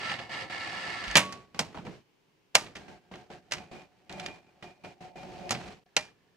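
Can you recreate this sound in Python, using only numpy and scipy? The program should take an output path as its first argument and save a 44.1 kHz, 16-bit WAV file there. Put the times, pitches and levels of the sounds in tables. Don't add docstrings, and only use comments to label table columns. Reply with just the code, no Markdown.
import sys
import numpy as np
from scipy import signal
from scipy.fft import rfft, irfft, next_fast_len
from scipy.io import wavfile
from scipy.ndimage import uniform_filter1d, map_coordinates

SR = 44100
rng = np.random.default_rng(int(sys.argv[2]) if len(sys.argv) > 2 else 0)


def wav_record(signal):
    frames = np.transpose(np.atleast_2d(signal))
    bounded = np.clip(frames, -1, 1)
    quanta = np.round(bounded * 32767).astype(np.int16)
    wavfile.write(sys.argv[1], SR, quanta)


N = 280608
TIME = np.arange(N) / SR
# f/Hz, correlation
MACHINE_ALIKE = [(60, 0.33), (150, 0.71), (380, 0.79), (950, 0.63), (2380, 0.42), (5980, 0.32),
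                 (15000, 0.94)]


def amp(db):
    return 10 ** (np.asarray(db) / 20)


def unit(x):
    return x / np.sqrt(np.mean(x ** 2) + 1e-20)


def along(points, hz):
    f, v = np.transpose(points)
    return np.interp(np.log(hz + 1), np.log(f + 1), v)


def gains(rows):
    s, *columns = np.transpose(rows)
    return [amp(np.interp(TIME, s, db, left=-120, right=-120)) for db in columns]


def wobble(rate_hz):
    knots = rng.standard_normal(int(N * rate_hz / SR) + 4)
    return map_coordinates(knots, [TIME * rate_hz])


def filtered(x, response):
    m = next_fast_len(N + SR // 2)
    return irfft(rfft(x, m) * response(np.fft.rfftfreq(m, 1 / SR)), m)[..., :N]


def resonances(modes):
    def response(f):
        total = 0
        for k, (centre, width, db) in enumerate(modes):
            damping = 1j * f * width
            total = total + (-1) ** k * amp(db) * damping / (centre * centre - f * f + damping)
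        return total
    return response


def shape(spectrum):
    return lambda f: amp(along(spectrum, f))


def pair(response, alike, grain=1):
    def mid_side(f):
        angle = np.arccos(np.clip(along(alike, f), -1, 1)) / 2
        return response(f) * [np.cos(angle), np.sin(angle)]
    mid, side = filtered(grain * rng.standard_normal((2, N)), mid_side)
    return unit(np.array([mid + side, mid - side]))


def room():
    # f/Hz, relative level/dB
    room_spectrum = [(15, -49), (25, -19.5), (69, -18), (160, -7), (215, -13), (410, -8), (582, -19),
                     (997, -17.5), (1080, -17), (1270, -23.5), (3000, -20), (3440, -25.5), (5880, -29.5),
                     (9050, -43.5), (15500, -53)]
    # f/Hz, correlation
    room_alike = [(60, 0.17), (240, 0.62), (950, 0.11), (3770, 0.18), (15000, 0.31)]
    return amp(-53) * pair(shape(room_spectrum), room_alike)


def loader():
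    # t/s, level/dB
    motor_levels = [(0, -39), (.07, -35), (.13, -35), (.19, -43), (.29, -48), (.32, -37.5), (.41, -37),
                    (.47, -46), (.51, -38.5), (.95, -37), (1.05, -39.5), (1.15, -38), (1.2, -62.5),
                    (1.35, -78.5)]
    # f/Hz, width/Hz, relative level/dB
    gear_modes = [(1133, 13, -13.5), (1332, 15, 2.5), (1740, 28, -2), (2185, 15, 4.5), (2840, 33, -8.5),
                  (3497, 62, -6.5), (3515, 37, -14), (3870, 45, -7.5), (4333, 150, -15.5), (4780, 290, -9),
                  (6100, 32, -27.5), (7200, 130, -25.5)]
    # f/Hz, relative level/dB
    grind_spectrum = [(530, -39.5), (900, -6.5), (1230, -12.5), (1350, -7), (1580, -15.5), (1670, -2.5),
                      (1770, 0.5), (2440, -6), (4980, -17), (6120, -22), (8260, -26), (14000, -55.5)]
    # f/Hz, relative level/dB
    drone_spectrum = [(35, -46.5), (60, -17), (92, -4.5), (158, -3.5), (273, -6), (310, -4), (475, -11.5),
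                      (531, 0.5), (580, -9), (727, 2), (994, -8.5), (1110, -8), (1200, -11), (1560, -37.5),
                      (2640, -120)]

    def frame(f):
        modes = resonances(gear_modes)(f) * (f > 900) / (1 + (f / 6000) ** 4)
        return .45 * shape(grind_spectrum)(f) + .9 * modes

    grind_gain, = gains(motor_levels)
    drone_gain = amp(-45.5) * np.minimum(1, grind_gain / amp(-46))
    teeth = amp(1.9 * wobble(400))
    grind = grind_gain * pair(frame, MACHINE_ALIKE, teeth)
    drone = drone_gain * pair(shape(drone_spectrum), MACHINE_ALIKE, amp(1.5 * wobble(40)))
    return grind + drone


def ring(start_s, hz, db, t60_s, attack_s):
    t = np.maximum(TIME - start_s, 0)
    return amp(db - 60 * t / t60_s) * (1 - np.exp(-t / attack_s)) * np.sin(2 * np.pi * hz * t)


def contacts():
    # t/s, level/dB, knock/dB, snap/dB (last two relative)
    clicks = [(.0313, -33.5, -5, -30), (0.0536, -35, -3, -25), (0.073, -38, -26, -20),
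              (0.098, -29.5, -24, -30), (.1155, -30, -7.5, -30), (0.1398, -30.5, -9.5, -30),
              (0.187, -29, -18, -18), (0.497, -37, -19, -11), (1.039, -28.5, -25, -12),
              (1.0797, -31, -23, -10), (1.1122, -29, -31, -7), (1.3242, -31.5, -7, 0),
              (1.5449, -41, -4.5, -10.5), (1.7446, -45, 11, -19), (1.773, -42, 8, -32),
              (1.785, -44.5, 7, -23), (1.8667, -40.5, 6, -25), (2.5482, -27.5, -4.5, -3),
              (2.6638, -40, -11, -25), (2.7526, -32, -22.5, -6.5), (2.7663, -40, -6, -5),
              (2.8791, -49.5, 3.5, -15.5), (3.1125, -46.5, 7.5, -15), (3.1386, -40, -6.5, -20),
              (3.156, -44, -2, -8), (3.3035, -49, 7, -14), (3.5107, -32, -11, -3.5), (3.5354, -32, -14, -4),
              (3.5814, -40, -7, -10), (4.0946, -35.5, -20, -10.5), (4.125, -43, -17, 1),
              (4.1973, -32, -16, -8), (4.2614, -30.5, -25, -5), (4.285, -42, -16, -17),
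              (4.6245, -35.5, -6.5, -14), (4.8466, -40.5, -2, -20), (5.2307, -48, 7, -3),
              (5.493, -31.5, -14, -5), (5.5487, -32, -15, -25), (5.681, -44.5, -4, -9)]
    # t/s, level/dB, thud/dB, knock/dB, snap/dB, fizz/dB (last four relative), base t60/s
    clunks = [(1.155, -5.5, -15.5, -10.5, -9, -14, 0.091), (1.1683, -10.5, -27, -8, -6, 0.5, 0.13),
              (1.5918, -19, -10.5, -3, 0, -7, 0.091), (2.552, -8.5, -23, -6.5, -1.6, -2.5, 0.064),
              (3.5204, -24.5, -40, -7.5, -2, -29, 0.1), (5.5073, -20, -7.5, -1.5, 1.1, -6, .11),
              (5.9654, -11.5, -23.5, -9, -0.8, -24, 0.056)]
    # low edge f/Hz, high edge f/Hz, decay factor on t60
    bands = [(85, 270, 2.2), (410, 1200, 1.2), (1200, 3460, 0.86), (4250, 5200, 0.81), (7040, 3800, 0.65)]
    # f/Hz, relative level/dB, t60/s
    chassis = [(190, -2, 0.37), (615, 2, 0.15), (742, -5, 0.1), (799, -0.5, 0.15), (915, -7.5, 0.22),
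               (1200, -9, 0.076), (1400, -7, 0.07), (1834, -5, 0.12), (1982, -4.5, .11), (2104, -8, 0.083),
               (2375, -9.5, 0.073), (2790, -8.5, 0.11), (3200, -8, 0.047), (5800, -14, 0.058),
               (6200, -12.5, 0.064)]
    # t/s, f/Hz, level before attack/dB, t60/s, attack/s
    loose_parts = [(1.07, 49.6, -33, 0.26, 0.022), (1.17, 1124, -32.5, 0.89, .004),
                   (1.17, 588.4, -37, 0.42, .006), (2.552, 1200, -39.5, 0.33, 0.0043),
                   (5.969, 2390, -40, 0.41, .003)]
    # f/Hz, correlation
    blow_alike = [(100, 1), (700, 0.95), (2000, 0.68), (5000, 0.76), (12000, 0.8)]
    # f/Hz, lead/rad
    left_lead = [(100, .3), (700, -0.56), (1200, -0.51), (2500, -1.05), (4000, -1.9), (7000, -0.68),
                 (15000, -0.83)]
    thud_under_knock_db, fizz_under_snap_db, click_t60_s = -6, -12.5, .065
    left_minus_right_db = -0.3

    hits = list(clunks)
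    for s, db, knock, snap in clicks:
        hits.append((s, db, knock + thud_under_knock_db, knock, snap, snap + fizz_under_snap_db, click_t60_s))

    t = np.arange(SR // 2) / SR
    envelopes, modes = np.zeros((len(bands), 2, N + SR)), np.zeros((2, N + SR))
    scatter_db = rng.normal(0, 1.6, (len(hits), len(chassis)))
    mode_waves = np.array([amp(db - 60 * t / t60) * np.sin(2 * np.pi * hz * t) for hz, db, t60 in chassis])
    mode_hz = np.transpose(chassis)[0]
    for (s, db, thud, knock, snap, fizz, t60), spread in zip(hits, scatter_db):
        at = slice(round(s * SR), round(s * SR) + len(t))
        for envelope, level, (_, _, slow) in zip(envelopes, (thud, knock, 0, snap, fizz), bands):
            rattle_decay = amp(-60 * t / (t60 * slow))
            room_tail = amp(-20.5 - 60 * t / (.42 * slow))
            crack = 1.3 * amp(-60 * t / 0.013)
            onset = 1 - np.exp(-t / (0.00051 * slow ** 2))
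            envelope[:, at] += amp(db + level - 7) * (rattle_decay + room_tail + crack) * onset
        colour_db = np.select([mode_hz < 400, mode_hz < 1200, mode_hz > 4000], [thud, knock, snap])
        modes[:, at] += amp(db + colour_db + spread - 14.5) @ mode_waves

    def low_pass(f, hz):
        return 1 / (1 + (f / hz) ** 6)

    grain = amp(1.8 * wobble(450))
    blows = sum(ring(*row) for row in loose_parts)
    for envelope, (low_hz, high_hz, _) in zip(envelopes, bands):
        noise = pair(lambda f: low_pass(f, high_hz) ** 0.78 * (1 - low_pass(f, low_hz)), blow_alike, grain)
        blows = blows + filtered(envelope[:, :N] * noise, lambda f: 1 / (1 - 1j * .6 * low_hz / (f + 1)) ** 2)
    blows = blows + filtered(modes[:, :N], lambda f: 1 / (1 - 1j * 90 / (f + 1)) ** 2)

    def placement(f):
        left = amp(left_minus_right_db / 2) * np.exp(.5j * along(left_lead, f))
        return left ** np.array([[1], [-1]])

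    return filtered(blows, placement)


def shuffle():
    # t/s, rumble level/dB, rub level/dB
    shuffle_levels = [(1.2, -56, -77), (1.35, -48.5, -51), (1.62, -52.5, -58.5), (1.85, -43.5, -53),
                      (1.98, -50, -56.5), (2.05, -65.5, -67.5), (2.5, -82.5, -77.5), (2.6, -49.5, -52.5),
                      (3.0, -53, -57), (3.7, -50.5, -52.5), (3.95, -56.5, -57), (4.22, -50.5, -50),
                      (4.6, -55.5, -55.5), (5.4, -52.5, -56), (5.55, -49.5, -52.5), (5.7, -49, -50),
                      (5.85, -57, -60.5), (6.37, -60.5, -62.5)]
    # f/Hz, relative level/dB
    rumble_spectrum = [(24, -38), (40, -7.5), (69, -4.5), (172, 0.5), (275, -4.5), (423, -3), (483, -7),
                       (599, -10.5), (700, -13.5), (910, -39.5), (1540, -120)]
    # f/Hz, relative level/dB
    rub_spectrum = [(350, -34.5), (600, -7.5), (741, -3.5), (1000, -10.5), (1410, -11), (2390, -11),
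                    (3420, -19), (4330, -17.5), (5010, -21.5), (7840, -28), (14000, -52.5)]
    rumble_gain, rub_gain = gains(shuffle_levels)
    rub_grain = amp(2.3 * wobble(300) + 1.5 * wobble(40))
    rumble = rumble_gain * pair(shape(rumble_spectrum), MACHINE_ALIKE, amp(1.2 * wobble(30)))
    return rumble + rub_gain * pair(shape(rub_spectrum), MACHINE_ALIKE, rub_grain)


def swell(start_s, end_s, db):
    fade_s, drop_db = 0.038, 19
    times = [start_s - fade_s, start_s, end_s, end_s + fade_s]
    levels = [db - drop_db, db, db, db - drop_db]
    return amp(np.interp(TIME, times, levels, left=-120, right=-120))


def drum():
    # t/s, level/dB
    drum_levels = [(2.6, -77), (2.8, -57.5), (3.3, -49), (3.5, -55.5), (3.6, -50.5), (4.05, -54),
                   (4.2, -44.5), (4.4, -51.5), (4.75, -52), (4.9, -49.5), (5.2, -47), (5.35, -51.5),
                   (5.52, -42.5), (5.7, -53), (5.8, -69), (6.36, -73.5)]
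    # f/Hz, width/Hz, relative level/dB
    hum_modes = [(182, 14, 0), (370, 12, -10.5), (550, 24, -4.5), (612, 55, -7.5), (730.7, 22, 1.5),
                 (882.3, 30, -6)]
    # centre f/Hz, median level over the hum gain/dB, pitch wander/Hz
    cogging = [(357, -6, 1.1), (755, -11, 8.2)]
    # f/Hz, width/Hz, relative level/dB
    whine_modes = [(2420, 59, 0)]
    # start t/s, end t/s, level/dB
    whine_swells = [(3.6, 3.85, -57.5), (4.136, 4.496, -55.5), (4.643, 4.917, -57), (5.13, 5.22, -57),
                    (5.425, 5.495, -59.5)]
    # f/Hz, width/Hz, relative level/dB
    whistle_modes = [(1604, 60, 0)]
    # start t/s, end t/s, level/dB
    whistle_span = (2.8, 3.45, -63.5)

    def narrow(modes):
        return pair(lambda f: resonances(modes)(f) ** 2, MACHINE_ALIKE)

    hum_gain, = gains(drum_levels)
    lines = 0
    for hz, db, wander_hz in cogging:
        phase = 2 * np.pi * np.cumsum(hz + wander_hz * wobble(13)) / SR
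        lines = lines + amp(db + wobble(25)) * np.sin(phase)
    body = pair(lambda f: np.abs(resonances(hum_modes)(f)) ** 1.3, MACHINE_ALIKE, amp(2.8 * wobble(30)))
    whine = sum(swell(*row) for row in whine_swells) * narrow(whine_modes)
    whistle = swell(*whistle_span) * narrow(whistle_modes)
    return hum_gain * (body + lines) + whine + whistle


def reel():
    first_s, end_s, period_s = (4.575, 5.92, .0678)
    # f/Hz, relative level/dB, t60/s
    tick_modes = [(4350, -0.5, 0.0076), (3350, -7.5, .008), (5180, -7.5, 0.008), (725, 3, .07)]
    times = np.arange(first_s, end_s, period_s)
    chance = rng.standard_normal((len(times), 2))
    impulses, t = np.zeros(N), np.arange(SR // 20) / SR
    at = np.round((times + .0008 * chance[:, 0]) * SR).astype(int)
    impulses[at] = amp(-49.5 + 2.0 * chance[:, 1])
    tick = sum(amp(db - 60 * t / t60) * np.sin(2 * np.pi * hz * t) for hz, db, t60 in tick_modes)
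    return signal.fftconvolve(impulses, tick)[:N]


def buzz():
    start_s, rate_hz = (5.866, 50)
    # f/Hz, median level before attack/dB, t60/s
    hz, db, t60_s = (1730, -49.5, 0.02)
    times = np.arange(start_s, N / SR, 1 / rate_hz)
    impulses, t = np.zeros(N), np.arange(SR // 20) / SR
    impulses[(times * SR).astype(int)] = amp(db + 3.2 * rng.standard_normal(len(times)))
    blip = amp(-60 * t / t60_s) * (1 - np.exp(-t / .001)) * np.sin(2 * np.pi * hz * t)
    return signal.fftconvolve(impulses, blip)[:N]


def burst_gain():
    burst_times = [(0, .138, 0.082), (0.188, 0.224, 0.095), (.292, 0.443, 0.063), (0.497, 1.299, 0.17),
                   (1.544, 1.65, 0.13), (1.745, 1.776, 0.1), (1.848, 1.881, .15), (2.543, 2.603, .16),
                   (2.754, 2.765, 0.17), (2.88, 2.889, 0.11), (3.113, 3.132, 0.14), (3.3, 3.317, 0.095),
                   (3.51, 3.573, 0.12), (3.712, 3.756, .12), (4.094, 4.292, .12), (4.625, 4.645, 0.1),
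                   (4.836, 4.862, 0.093), (5.005, 5.028, 0.095), (5.156, 5.686, 0.12), (5.965, 5.987, 0.15)]
    # start t/s, end t/s, level/dB
    dip_start_s, dip_end_s, dip_db = (5.838, 5.858, -19)
    jump_s, floor = 0.0028, amp(-17)
    gain = np.zeros(N)
    for up_s, sink_s, fade_s in burst_times:
        rise = np.clip((TIME - up_s) / jump_s + (up_s == 0), 0, 1)
        fall = np.clip(1 - (TIME - sink_s) / fade_s, 0, 1)
        gain = np.maximum(gain, rise * fall)
    in_dip = (TIME > dip_start_s) & (TIME < dip_end_s)
    dip = uniform_filter1d(np.where(in_dip, amp(dip_db), 1.), size=100)
    return (floor + (1 - floor) * gain) * dip


def scene():
    # f/Hz, left minus right/dB
    lean = [(60, -5), (150, -4), (400, 0), (1400, -1.5), (4000, -3.5), (9000, -1.5)]
    machine = loader() + contacts() + shuffle() + drum() + reel() + buzz()
    return filtered(machine, lambda f: amp(along(lean, f) / 2 * [[1], [-1]])) + room()


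def record(dry):
    hiss_db, clip_level, top_hz = -85, .93, 15820
    x = dry * burst_gain() + amp(hiss_db) * rng.standard_normal(dry.shape)
    x = x / (1 + np.abs(x / clip_level) ** 8) ** (1 / 8)
    return filtered(x, lambda f: np.clip((top_hz - f) / 250, 0, 1))


dry = scene()
out = record(dry)
wav_record(out)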